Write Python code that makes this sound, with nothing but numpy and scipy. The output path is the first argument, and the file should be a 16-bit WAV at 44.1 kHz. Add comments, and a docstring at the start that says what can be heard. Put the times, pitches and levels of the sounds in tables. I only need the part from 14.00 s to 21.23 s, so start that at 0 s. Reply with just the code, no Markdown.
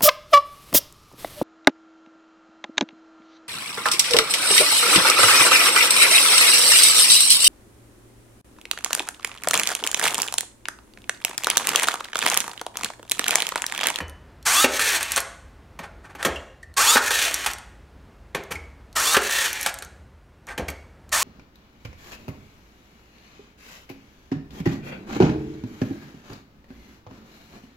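"""Cordless rebar tier in a workshop

The tool makes three ties and starts a fourth. In each, the feed gears whine up to speed, the reel is
braked and the wire cut with a clunk, the twister grinds and runs back, and wire and jaws snap free.
Between ties the nose knocks and scrapes on steel bars lying on a timber frame, over a low room drone."""
import sys
import numpy as np
from scipy import signal
from scipy.fft import rfft, irfft, next_fast_len
from scipy.io import wavfile

SR = 44100
rng = np.random.default_rng(int(sys.argv[2]) if len(sys.argv) > 2 else 0)


def materialize(psi):
    """Save the field psi as 16-bit PCM at rate SR to the path in sys.argv[1].

    A 1-D psi becomes a single channel; in a 2-D psi each row is a channel.
    """
    bounded = np.clip(np.atleast_2d(psi).T, -1, 1)
    quanta = np.round(bounded * 32767).astype(np.int16)
    wavfile.write(sys.argv[1], SR, quanta)


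N = 318843
T = np.arange(N) / SR

# Tying cycles: motor start t/s, feed/dB, whine/dB, screech/dB, slip/Hz, twister/dB, bite/dB,
# wire break/dB, twister load (1 = normal). Levels in all tables are relative.
TIES = [(0.451, -4.5, -.5, -18, 350, .5, -10.5, -6, 1), (2.764, -4, .5, 1, 0, 1, -9.5, -2, 1),
        (4.952, -7.5, -1.5, -11, 130, -.5, -17, -12, .5), (7.116, -7, -1, -12, 100, 0, -12, -5, 1)]
# Run-up of the loaded feed: t/s from motor start, tooth rate/Hz
FEED_SPEED = [(.03, 560), (.075, 870), (.122, 1190), (.147, 1200), (.17, 1305)]
# Feed partials: multiple of the tooth rate, level/dB, tooth rate when loudest/Hz, spread/Hz
GEAR_TONES = [(1, -4, 1220, 230), (1, -9.5, 660, 60), (1.5, -8.5, 800, 200), (2, -.5, 650, 170),
              (2.25, -11, 1100, 200), (2.87, -6, 700, 200), (2.87, -2.5, 1220, 110), (3.86, -7.5, 1180, 80),
              (4.2, -9, 770, 80)]
# Twister strokes (close jaws, twist, run back): t/s after the feed stops, length/s, rise/s, level/dB,
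# treble share/dB, tone/dB, free tooth rate/Hz, sag under load/Hz
STROKES = [(0.032, 0.095, 0.11, -25.5, -1.5, -4.5, 878, 9),
           (0.145, .183, 0.016, -24, -2, -11.5, 906.3, 270), (.35, .2, .01, -33.5, -4.5, -31, 760, 90)]
# Impacts in the tool: t/s, level/dB
BRAKES = [(0.648, -16), (2.968, -2.5), (5.1445, -2)]  # pawl catches the reel
CUTS = [(.643, -1), (2.957, -4.5), (5.166, -1.5)]  # cutter shears the wire
JAW_STOPS = [(1.007, -16), (1.1675, -9), (1.1755, -8.5), (2.2268, -16), (3.310, -19), (3.445, -21),
             (3.461, -8.5), (3.471, -15), (5.661, -9), (5.668, -16), (5.822, -24)]  # jaws hit their stops and let go
# Loose wire ends: t/s, level/dB, f/Hz
WIRE_SNAPS = [(.081, -33, 9270), (.096, -28.5, 9350), (1.119, -4, 9440), (1.1615, -2, 8464),
              (1.203, -11.5, 11500), (3.513, -20, 11580), (3.534, -16.5, 8400), (3.584, -25, 9130),
              (4.437, -31, 5300), (5.611, -13.5, 11000), (5.629, -11, 11210), (5.741, -17.5, 9400),
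              (5.787, -20, 7000), (5.848, -26.5, 6400), (6.469, -33, 6040), (6.702, -22, 12000)]
# Nose striking the bars: t/s, level/dB, chink/dB, rise/s
KNOCKS = [(0.003, -13, -43, 0.00089), (1.789, -17, -44.5, 0.0019), (2.149, -23.5, -49.5, 0.0037),
          (2.2486, -1, -21.5, 0.0017), (2.264, -14.5, -34, 0.0014), (4.347, -7, -33.5, 0.0021),
          (4.505, -14, -33.5, 0.017), (6.577, -11.5, -34.5, 0.0021), (6.681, -15.5, -34.5, 0.0038)]
# Nose sliding on a bar: t/s, level/dB, length/s
SCRAPES = [(1.825, -33, 0.015), (2.032, -43.5, 0.025), (2.09, -43.5, 0.015), (2.179, -36.5, 0.075),
           (6.466, -37, 0.056)]
# Steel tapping steel: t/s, chatter/dB, f/Hz, ring/dB
CLINKS = [(.003, -44, 2990, -41), (2.358, -25, 2950, -50), (2.628, -32, 1900, -66), (4.553, -23, 2245, -43),
          (6.486, -29, 2200, -50), (6.683, -27, 2250, -48)]
# The tool's weight landing on the frame: t/s, sway/dB, thud/dB
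BOUNCES = [(0, -31, -39.5), (2.268, -32, -23.5), (4.529, -34, -39.5), (6.592, -29, -23)]
# Natural modes of the bars and the steel jaws: f/Hz, level/dB, T60/s
BAR_MODES = [(460, -10, .25), (1077, -8, .15), (1276, -9, .25), (1604, -8, .15), (1880, -4, .17),
             (2300, -9, .25)]
JAW_MODES = [(3200, -7, .1), (4495, -14, .1), (5905, -15, .12), (6616, -11, .08), (9044, -21, .14),
             (11720, -19, .1)]
# Peaks and dips of the tool's shell: f/Hz, bandwidth/Hz, gain/dB
CASING_BANDS = [(4500, 450, 3), (4950, 450, -4), (8650, 600, 3.5), (10350, 800, -6), (11250, 1000, 5)]
# Spectral envelopes of the noises: f/Hz, level/dB
FEED_SPECTRUM = [(250, -20.5), (500, -14.5), (1160, -5.5), (2700, -10), (3970, -13), (6880, -11.5),
                 (11100, -18), (16000, -24)]
TWIST_SPECTRUM = [(270, -14), (1160, -4.5), (1790, 2.5), (2670, -2), (4900, -13.5), (6250, -12),
                  (16000, -24.5)]
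BRAKE_SPECTRUM = [(300, -23), (900, -12.5), (1350, 2.5), (2000, -10.5), (8000, -21.5), (16000, -31)]
CUT_SPECTRUM = [(170, -20.5), (260, 1), (700, -1), (1350, -5), (2600, -5), (4700, -15), (16000, -25.5)]
JAW_SPECTRUM = [(200, -12.5), (600, -2), (1500, 4), (4500, -5.5), (10000, -7.5), (16000, -21.5)]
SNAP_SPECTRUM = [(1200, -9), (4800, -6), (6200, 0), (7800, -4), (10200, -8), (11800, -5), (16000, -17)]
ROOM_SPECTRUM = [(30, -21), (45, -5), (70, -8), (100, -14.5), (600, -27), (1700, -33), (3000, -41.5),
                 (16000, -60.5)]

FEED_FOR_S, BITE_AFTER_FEED_S, BREAK_AFTER_FEED_S = .191, .151, .387
FEED_FAST_DB, FEED_SLOW_DB, SURGE_DB, SURGE_AT_S = -14, -20.5, 5.5, .019
SLIP_S = .03  # the gears run faster until they grip the wire
SCREECH_MULTIPLE, SCREECH_AT_HZ, SCREECH_SPREAD_HZ = 5.78, 1195, 35  # wire in its guide
TEETH, SPEED_WANDER, TOOTH_JITTER = 8, .012, .012  # wander and jitter are fractions of the speed
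SAG_POWER, GROWL_DB, COAST_T60_S = 3.2, 3, .12
CHATTER_LOSS_DB, CHATTER_GAP_S = 5, .0063
BREAK_HZ = 6270  # the twisted end breaks off
SWITCH_LEAD_S, SWITCH_DB, SWITCH_HZ = .024, -34, 4180  # trigger click


def feed(whine_db, screech_db, slip_hz):
    """Forced vibration: as the gears run up, each partial swells on crossing a casing resonance."""
    t = T[:SR // 2]
    times, rates = np.transpose(FEED_SPEED)
    loaded_hz = np.interp(t, times, rates)
    hz = (loaded_hz + slip_hz * np.exp(-(t / SLIP_S) ** 2)) * (1 + SPEED_WANDER * walk(t, 45))
    speed = (loaded_hz - rates[0]) / np.ptp(rates)
    surge = t / SURGE_AT_S * np.exp(1 - t / SURGE_AT_S)
    db = FEED_SLOW_DB + (FEED_FAST_DB - FEED_SLOW_DB) * speed + SURGE_DB * surge
    phase = 2 * np.pi * np.cumsum(hz * (1 + TOOTH_JITTER * walk(t, 1500))) / SR
    screech = (SCREECH_MULTIPLE, screech_db, SCREECH_AT_HZ, SCREECH_SPREAD_HZ)
    whine = np.zeros(len(t))
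    for multiple, tone_db, loudest_hz, spread_hz in GEAR_TONES + [screech]:
        rasp_db = 3 * walk(t, 400)  # uneven teeth
        resonance = np.exp(-.5 * ((hz - loudest_hz) / spread_hz) ** 2)
        whine += undb(tone_db + rasp_db) * resonance * np.sin(multiple * phase)
    wire = rattle(t, phase, FEED_SPECTRUM, treble_db=-1, grain_db=3, throb_db=1.5, repeat_db=1)
    return (wire + undb(whine_db) * whine) * undb(db) * gate(t, 0, FEED_FOR_S, rise=.014, t60=.025)


def twister(load, length, rise, db, treble_db, tone_db, free_hz, sag_hz):
    """Gear-mesh pitch follows speed: the growl sags as load builds late in a stroke, then dies away."""
    t = T[:SR // 2]
    sag = load * sag_hz * np.minimum(t / length, 1) ** SAG_POWER
    hz = (free_hz - sag) * (1 + SPEED_WANDER * walk(t, 45))
    phase = 2 * np.pi * np.cumsum(hz * (1 + .014 * walk(t, 600))) / SR
    # the casing favours the octave at speed and the fundamental when slowed
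    fast = np.clip((hz - 600) / 250, 0, 1)
    tone = (1 - .93 * fast) * np.sin(phase) + fast * (np.sin(2 * phase) + .4 * np.sin(3 * phase))
    gears = rattle(t, phase, TWIST_SPECTRUM, treble_db, grain_db=3.8, throb_db=2.1, repeat_db=-3)
    drive = gate(t, 0, length, rise, COAST_T60_S)
    growl = undb(tone_db + GROWL_DB + 3.5 * walk(t, 400)) * tone * drive
    return (gears + growl) * undb(db) * drive


def rattle(t, tooth_phase, spectrum, treble_db, grain_db, throb_db, repeat_db):
    """Dense impacts of gears and wire merge into noise, part of it periodic with the shaft's rotation."""
    flaws = rng.standard_normal(256)
    shaft_turns = tooth_phase / (2 * np.pi * TEETH)
    repeating = np.interp(shaft_turns * len(flaws), np.arange(len(flaws)), flaws, period=len(flaws))
    loose = noise(t) * undb(grain_db * walk(t, 2500)) * (1 + .5 * np.cos(tooth_phase))
    impacts = unit(loose) + undb(repeat_db) * unit(repeating)
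    grind = colour(impacts * undb(throb_db * walk(t, 170)), spectrum)
    treble = signal.sosfiltfilt(signal.butter(2, 4000, "high", fs=SR, output="sos"), grind)
    share = np.clip(undb(treble_db) ** 2, 0, .9)
    return np.sqrt(1 - share) * unit(grind - treble) + np.sqrt(share) * unit(treble)


def pawl_chatter(s, db, count):
    """Rebound with loss: the pawl strikes the reel more weakly each time. Rows of t/s, level/dB."""
    return [(s + k * CHATTER_GAP_S, db - k * CHATTER_LOSS_DB) for k in range(count)]


def blows(table, spectrum, rise, crack_t60, ring_db, ring_t60):
    """Impact excitation: a brief contact gives a broadband crack, then loose parts rattle."""
    out, t = np.zeros(N), T[:SR // 3]
    crack = gate(t, 0, rise, rise, crack_t60)
    for s, db in table:
        shake = undb(ring_db + 4 * walk(t, 500)) * gate(t, 0, 0, rise, ring_t60)
        add(out, s, undb(db) * .5 * colour(noise(t), spectrum) * (crack + shake))
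    return out


def flicks(table):
    """Sudden release: a wire end or switch cracks, then zings briefly at its natural frequency."""
    out, t = np.zeros(N), T[:SR // 4]
    envelope = gate(t, 0, .001, rise=.0005, t60=.006) + undb(-17) * fade(t, .045)
    for s, db, hz in table:
        crack = colour(noise(t), SNAP_SPECTRUM) * envelope
        zing = unit(band(noise(t), hz * .94, hz * 1.06)) * fade(t, .04)
        add(out, s, undb(db) * (undb(-11) * crack + undb(-20) * zing))
    return out


def knocks():
    """One impact excites coupled bodies: the plastic nose clacks, jaws and bars ring, timber thuds."""
    out, t = np.zeros(N), T[:SR * 2 // 3]
    for s, db, chink_db, rise in KNOCKS:
        clack = unit(band(noise(t), 710, 2500))
        clack *= gate(t, 0, rise, rise, t60=.036) + .36 * gate(t, 0, 0, rise, t60=.27)
        tick = colour(noise(t), SNAP_SPECTRUM)
        tick *= gate(t, 0, rise, rise, t60=.072) + .059 * gate(t, 0, 0, rise, t60=.15)
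        bars = undb(db - 26.5) * ringing(t, BAR_MODES)
        jaws = undb(chink_db) * ringing(t, JAW_MODES)
        steel = (bars + jaws) * np.minimum(t / rise, 1)
        add(out, s, undb(db - 15.5) * clack + steel + undb(chink_db) * tick + undb(db - 19) * thud(t))
    return out


def ringing(t, modes):
    """Free vibration is a sum of damped modes; each contact point loads them differently."""
    return sum(undb(db + rng.normal(0, 2)) * np.sin(2 * np.pi * hz * rng.normal(1, .012) * t)
               * fade(t, t60) for hz, db, t60 in modes)


def scrapes():
    """Sliding friction: the nose crosses the ribs of a bar with a gritty noise."""
    out, t = np.zeros(N), T[:SR // 2]
    spectrum = [(400, -5.5), (1500, 1.5), (4000, -17.5), (9000, -22.5), (16000, -42)]  # f/Hz, level/dB
    for s, db, length in SCRAPES:
        grit = colour(noise(t) * undb(1.6 * walk(t, 600)), spectrum)
        add(out, s, undb(db) * grit * gate(t, 0, length, rise=.02, t60=.0966))
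    return out


def clinks():
    """Light damping: steel chatters on steel, and one mode rings on after the taps."""
    out, t = np.zeros(N), T[:SR // 2]
    for s, db, hz, ring_db in CLINKS:
        taps = noise(t) * (fade(t, .039) + .038 * fade(t, .26)) * np.clip(t / .0019, 0, 1)
        chatter = band(taps, hz * .92, hz * 1.05) + .053 * band(taps, 1000, 8000)
        ring = np.sin(2 * np.pi * hz * t) * fade(t, t60=.5)
        add(out, s, undb(db + 17.5) * chatter + undb(ring_db) * ring)
    return out


def frame():
    """The timber frame thuds under the tool's weight, then sways in two close modes that beat."""
    out, t = np.zeros(N), T[:SR]
    sway = np.sin(2 * np.pi * 68 * t) + 1.2 * np.sin(2 * np.pi * 78 * t)
    for s, sway_db, thud_db in BOUNCES:
        add(out, s, undb(thud_db) * thud(t))
        add(out, s + .017, undb(sway_db) * sway * gate(t, 0, 0, rise=.027, t60=.5))
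    return out


def thud(t):
    """Heavy damping: struck timber gives a short, dull burst of noise."""
    spectrum = [(120, -10.5), (160, .5), (300, -4), (620, -3.5), (5000, -56.5)]  # f/Hz, level/dB
    return colour(noise(t), spectrum) * gate(t, 0, 0, rise=.0048, t60=.17)


def casing(x):
    """Resonance and antiresonance: the tool's shell lifts some bands and swallows others."""
    for hz, width, db in CASING_BANDS:
        x = x + (undb(db) - 1) * signal.lfilter(*signal.iirpeak(hz, hz / width, fs=SR), x)
    return x


def room(x, early_db, late_db, low_t60, high_t60):
    """Reverberation: early reflections off the boards, then a diffuse tail that dulls as it fades."""
    t = T[:SR]
    early = band(noise(t), 300, 9700) * gate(t, .001, 0, rise=.00011, t60=.063)
    low = band(noise(t), 320, 2000) * fade(t, low_t60)
    high = band(noise(t), 2800, 9000) * fade(t, high_t60)
    late = (low + .45 * high) * np.clip(t / .017, 0, 1)
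    response = undb(early_db) * early / np.linalg.norm(early)
    response += undb(late_db) * late / np.linalg.norm(late)
    return x + signal.fftconvolve(x, response)[:len(x)]


def background():
    """Ambient noise: a broadband floor and a narrow low band, heard as a wavering drone."""
    air = colour(noise(T), ROOM_SPECTRUM) * undb(-49 + walk(T, 3.2))
    drone = unit(band(band(noise(T), 60, 86), 60, 86)) * undb(-55.5)
    return air + drone


def undb(db):
    """Decibels to amplitude ratio."""
    return 10 ** (np.asarray(db) / 20)


def unit(x):
    """Scale to rms 1."""
    return x / np.sqrt(np.mean(x ** 2) + 1e-18)


def colour(x, points):
    """Spectral shaping by points of f/Hz, level/dB; the result has rms 1."""
    hz, db = np.transpose(points)
    size = next_fast_len(len(x))
    f = np.maximum(np.fft.rfftfreq(size, 1 / SR), 1)
    gain = undb(np.interp(np.log(f), np.log(hz), db)) * np.minimum(f / hz[0], 1) ** 2
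    return unit(irfft(rfft(x, size) * gain, size)[:len(x)])


def band(x, lo_hz, hi_hz):
    """Band-pass filter."""
    edges = [lo_hz, min(hi_hz, SR / 2 - 1)]
    return signal.sosfilt(signal.butter(2, edges, "band", fs=SR, output="sos"), x)


def noise(t):
    """White noise along a time axis."""
    return rng.standard_normal(len(t))


def walk(t, rate_hz):
    """Random wander with a spread near 1."""
    knots = np.arange(t[0], t[-1] + 1, 1 / rate_hz)
    return np.interp(t, knots, noise(knots))


def fade(t, t60):
    """Exponential decay, 60 dB in t60 seconds."""
    return np.exp(-np.log(1000) * t / t60)


def gate(t, start, end, rise, t60):
    """Linear attack from the start, exponential decay after the end."""
    return np.clip((t - start) / rise, 0, 1) * fade(np.maximum(t - end, 0), t60)


def add(out, s, x):
    """Superpose a sound at s seconds."""
    i = max(int(s * SR), 0)
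    out[i:i + len(x)] += x[:max(N - i, 0)]


def scene():
    """Superposition: tying cycles and contacts sound through casing and room, alike in both channels."""
    tool = knocks() + scrapes() + clinks() + frame()
    jaws, snaps = list(JAW_STOPS), list(WIRE_SNAPS)
    for start, feed_db, whine_db, screech_db, slip_hz, twist_db, bite_db, break_db, load in TIES:
        stop = start + FEED_FOR_S
        snaps.append((start - SWITCH_LEAD_S, SWITCH_DB, SWITCH_HZ))
        add(tool, start, undb(feed_db) * feed(whine_db, screech_db, slip_hz))
        for after, *stroke in STROKES:
            add(tool, stop + after, undb(twist_db) * twister(load, *stroke))
        jaws.append((stop + BITE_AFTER_FEED_S, bite_db))
        snaps.append((stop + BREAK_AFTER_FEED_S, break_db, BREAK_HZ))
    pawl = [blow for s, db in BRAKES for blow in pawl_chatter(s, db, count=3)]
    tool += blows(pawl, BRAKE_SPECTRUM, rise=.00093, crack_t60=.05, ring_db=-25, ring_t60=.13)
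    tool += blows(CUTS, CUT_SPECTRUM, rise=.0013, crack_t60=.055, ring_db=-28.5, ring_t60=.13)
    tool += blows(jaws, JAW_SPECTRUM, rise=.002, crack_t60=.012, ring_db=-8, ring_t60=.09)
    tool += flicks(snaps)
    mono = room(casing(tool), early_db=-12.5, late_db=-14, low_t60=.58, high_t60=.53) + background()
    return np.array([mono, mono])


def record(dry):
    """Soft saturation rounds the loudest peaks; band limiting removes the deep bass and extreme treble."""
    rounded = .78 * np.tanh(dry / .78)
    thinned = signal.sosfilt(signal.butter(4, 38, "high", fs=SR, output="sos"), rounded)
    return signal.sosfilt(signal.ellip(8, .2, 70, 15650, fs=SR, output="sos"), thinned)


dry = scene()
out = record(dry)
materialize(out)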